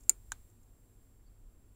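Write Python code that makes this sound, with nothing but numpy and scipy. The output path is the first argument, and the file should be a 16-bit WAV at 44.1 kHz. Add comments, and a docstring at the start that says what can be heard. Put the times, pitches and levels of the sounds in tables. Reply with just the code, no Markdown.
"""A small relay on a circuit board, close to the microphone, is switched by a remote button.
Its moving iron arm pulls in with a bright metallic snap and lets go with a duller plastic tock.
Each blow rings a few short tones, rattles the case and dies away in a small quiet room.
Behind it are faint finger sounds on the remote, low rumble, mains hum, hiss and a thin whine."""
import sys
import numpy as np
from scipy import signal
from scipy.fft import rfft, irfft
from scipy.io import wavfile

SR = 44100
rng = np.random.default_rng(int(sys.argv[2]) if len(sys.argv) > 2 else 0)


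def master(y):
    """Save y as 16-bit WAV."""
    cut = np.clip(np.atleast_2d(y).T, -1, 1)
    pcm = np.round(cut * 32767)  # scale
    wavfile.write(sys.argv[1], SR, pcm.astype(np.int16))


N = 77175

# The tone colour of each background noise. Each row: frequency in Hz, relative level in dB.
RUMBLE_COLOUR = [(12, -11), (25, -7), (35, 0), (50, -6.5), (75, -17.5), (150, -38), (400, -70.5)]
ROOM_TONE_COLOUR = [(30, -4), (75, -1.5), (115, 4.5), (150, -5.5), (260, -2), (400, -8.5), (600, -15.5),
                    (1000, -19), (2000, -27), (5000, -34.5), (8000, -42.5), (16000, -57.5)]
HISS_COLOUR = [(500, -3.5), (2000, -7.5), (4500, -8.5), (6000, -6), (8000, 1), (11000, -1), (13500, -0.5),
               (15600, 1), (16100, -30.5)]
# How the rumble swells and the hiss sinks. Each row: time in seconds, level in dB.
RUMBLE_LEVELS = [(0, -58), (.15, -59), (.29, -50), (.55, -60), (.69, -59.5), (.8, -67), (.94, -64),
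                 (1.17, -57.5), (1.35, -59.5), (1.46, -57), (1.75, -59)]
HISS_LEVELS = [(0, -72), (.2, -73), (.42, -73), (.58, -77), (.8, -77), (1.05, -76.5), (1.2, -79),
               (1.75, -78.5)]

# Faint ticks of the remote in the fingers. Each row: start in seconds, level in dB.
FINGER_TICKS = [(.006, -59), (.034, -57), (0.498, -66.5), (0.63, -66)]
# The tone colour of the ticks and a squeak. Each row: frequency in Hz, relative level in dB.
FINGER_TICK_COLOUR = [(1000, -11.5), (4000, -26), (6800, -3), (8500, -6.5), (12000, -22), (16000, -27)]
FINGER_SQUEAK_COLOUR = [(4000, -30), (4480, 2), (4630, 0), (4800, -8), (5300, -36.5)]

# The room's echo of each click, and its late tail. Each row: frequency in Hz, relative level in dB.
SNAP_ECHO_COLOUR = [(200, -16), (400, 3.5), (700, -18.5), (1400, -19.5), (3000, -24), (5800, -22.5),
                    (7100, 0.5), (8100, -16), (8900, -2.5), (10300, -19.5), (11500, -12), (13000, -22),
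                    (16000, -26.5)]
TOCK_ECHO_COLOUR = [(300, 5), (900, -6), (1600, -11), (2600, -4), (4000, -1), (5200, -9), (6900, 5),
                    (10000, -3), (16000, -30)]
TAIL_COLOUR = [(300, 2), (1500, 0), (3000, -5), (7000, -10.5), (16000, -20)]

# The strike and its bounces, pulling in and letting go. Each row: start in seconds, level in dB.
SNAP_BLOWS = [(.0947, 0), (.09827, -25), (.0997, -16)]
TOCK_BLOWS = [(0.319607, 0), (0.324317, -18)]
# The tones that ring. Each row: pitch in Hz, relative level in dB, seconds to fade by 60 dB.
ARM_AND_FRAME_TONES = [(2403, -21.5, 0.0044), (4185, -32, 0.017), (4860, -18, 0.007), (6750, -31, 0.0279),
                       (7172, 2.5, 0.0062), (7478, -1.5, 0.0057), (8730, -7, 0.0068), (9337, -21, 0.0181),
                       (9930, -24, 0.0153), (11600, -9.5, 0.0042), (12250, -24, 0.0147),
                       (13600, -25, 0.0097), (15638, -23, 0.0081)]
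BOARD_TONES = [(397.0, -58.0, 0.14), (848.0, -50.0, 0.0487), (1401.0, -52.0, 0.0823),
               (2038.0, -49.0, 0.0489), (2290.0, -51.0, 0.0736), (6992.0, -42.0, 0.0746),
               (7182.0, -38.0, 0.0781), (7606.0, -42.0, 0.0609), (8589.0, -48.0, 0.1073), (8840, -48, 0.08),
               (8955.0, -43.0, 0.0852), (9291.0, -47.0, 0.0775)]
CASE_AND_SPRING_TONES = [(923, -49.5, 0.049), (1283, -24, 0.0046), (1550, -28, 0.017), (2196, -30, 0.0048),
                         (2780, -31, 0.0043), (3661, -46, 0.031), (4060, -47, 0.028), (6130, -39, 0.016),
                         (6780, -22, 0.0052), (7250, -30, 0.014), (7400, -52, 0.0046), (9430, -41, 0.013),
                         (10000, -29, 0.0047), (13499, -39, 0.0036)]
# The dense rattle of case and board. Each row: frequency in Hz, relative level in dB.
SNAP_RATTLE_COLOUR = [(200, -40), (800, -25), (2300, -21.5), (3200, -22.5), (4600, -18.5), (5800, -25.5),
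                      (7100, -2.5), (8100, -15.5), (9100, 5.5), (10400, -17.5), (11700, -9.5), (13000, -21),
                      (15700, -18), (16500, -36.5)]
TOCK_RATTLE_COLOUR = [(300, -14), (600, -31), (850, -24), (1600, -1), (2300, -2), (4000, -12), (5000, -8),
                      (7000, 14), (9000, -5), (12000, -8), (16000, -4.5)]


def gain(db):
    """Turn decibels into a number to multiply a sound by."""
    return 10 ** (np.asarray(db) / 20)


def since(start):
    """Seconds since a moment, zero before it."""
    return np.maximum(np.arange(N) / SR - start, 0)


def noise(colour):
    """Noise with the given tone colour and an average strength (rms) of 1."""
    hz, db = np.array(colour).T
    frequencies = np.maximum(np.fft.rfftfreq(N, 1 / SR), 1)
    shape = gain(np.interp(np.log(frequencies), np.log(hz), db))
    coloured = irfft(rfft(rng.standard_normal(N)) * shape, N)
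    return coloured / coloured.std()


def sine(hz):
    """A steady tone with an average strength (rms) of 1."""
    return np.sqrt(2) * np.sin(2 * np.pi * hz * since(0))


def level_curve(levels):
    """A volume that glides from one listed level to the next."""
    return gain(np.interp(since(0), *np.array(levels).T))


def fade(age, rise_s, fade_s):
    """A short smooth rise, and a fall of 60 dB every fade_s seconds."""
    rise = np.sin(np.pi / 2 * np.minimum(age / rise_s, 1)) ** 2
    return rise * np.exp(-np.log(1000) * age / fade_s)


def background():
    """Swelling rumble, steady room noise and mains hum; hiss and electronic whine sink together."""
    rumble = level_curve(RUMBLE_LEVELS) * noise(RUMBLE_COLOUR)
    room_tone = gain(-68.5) * noise(ROOM_TONE_COLOUR)
    hum = gain(-69.5) * sine(hz=99.8)
    whine = gain(-3.5) * sine(hz=7454)
    electronics = level_curve(HISS_LEVELS) * (noise(HISS_COLOUR) + whine)
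    return rumble + room_tone + hum + electronics


def fingers_on_remote():
    """Fingers on the plastic remote make tiny ticks and one faint squeak."""
    pulses = sum(gain(db) * fade(since(start), rise_s=.0024, fade_s=.035) for start, db in FINGER_TICKS)
    ticks = noise(FINGER_TICK_COLOUR) * pulses
    squeak_at_s, squeak_width_s = 1.277, .013
    swell = np.exp(-((since(0) - squeak_at_s) / squeak_width_s) ** 2)
    return ticks + gain(-80) * noise(FINGER_SQUEAK_COLOUR) * swell


def room_echo(start, colour, db, fade_s):
    """Nearby reflections swell just after a click and leave a faint, duller tail."""
    age, rise_s = since(start), .008
    early = gain(db) * noise(colour) * fade(age, rise_s, fade_s)
    tail = gain(-63) * noise(TAIL_COLOUR) * fade(age, rise_s, fade_s=.24)
    return early + tail


def ring(start, tones, rise_s):
    """A struck part rings with several tones, each dying away at its own speed."""
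    age = since(start)
    return sum(gain(db) * np.sin(2 * np.pi * hz * age) * fade(age, rise_s, fade_s)
               for hz, db, fade_s in tones)


def click(blows, tones, rise_s, rattle_colour, rattle_db, rattle_fade_s):
    """Every blow rings the same tones and sets the case rattling."""
    sound = np.zeros(N)
    for start, db in blows:
        rattle = gain(rattle_db) * noise(rattle_colour) * fade(since(start), rise_s, rattle_fade_s)
        sound += gain(db) * (ring(start, tones, rise_s) + rattle)
    return sound


def relay_release():
    """The relay lets go: its spring and plastic case ring with a dull tock that the room echoes."""
    start, rise_s = TOCK_BLOWS[0][0], .00041
    tock = click(TOCK_BLOWS, CASE_AND_SPRING_TONES, rise_s,
                 TOCK_RATTLE_COLOUR, rattle_db=-43, rattle_fade_s=.039)
    # The small case gives off little bass below 750 Hz.
    bass_cut = signal.butter(5, 750, "high", fs=SR, output="sos")
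    return signal.sosfilt(bass_cut, tock) + room_echo(start, TOCK_ECHO_COLOUR, db=-57, fade_s=.08)


def relay_pull_in():
    """The arm snaps against the frame and bounces twice; the board rings on and the room echoes."""
    start, rise_s = SNAP_BLOWS[0][0], .00097
    snap = click(SNAP_BLOWS, ARM_AND_FRAME_TONES, rise_s,
                 SNAP_RATTLE_COLOUR, rattle_db=-29.5, rattle_fade_s=.03)
    board = ring(start, BOARD_TONES, rise_s)
    return snap + board + room_echo(start, SNAP_ECHO_COLOUR, db=-41, fade_s=.09)


def scene():
    """Room, hand and relay add up in one channel."""
    return (background() + fingers_on_remote() + relay_release() + relay_pull_in())[None]


def record(dry):
    """Cut away the very highest treble."""
    top_hz = 16500
    return signal.sosfilt(signal.ellip(8, .2, 70, top_hz, fs=SR, output="sos"), dry)


dry = scene()
out = record(dry)
master(out)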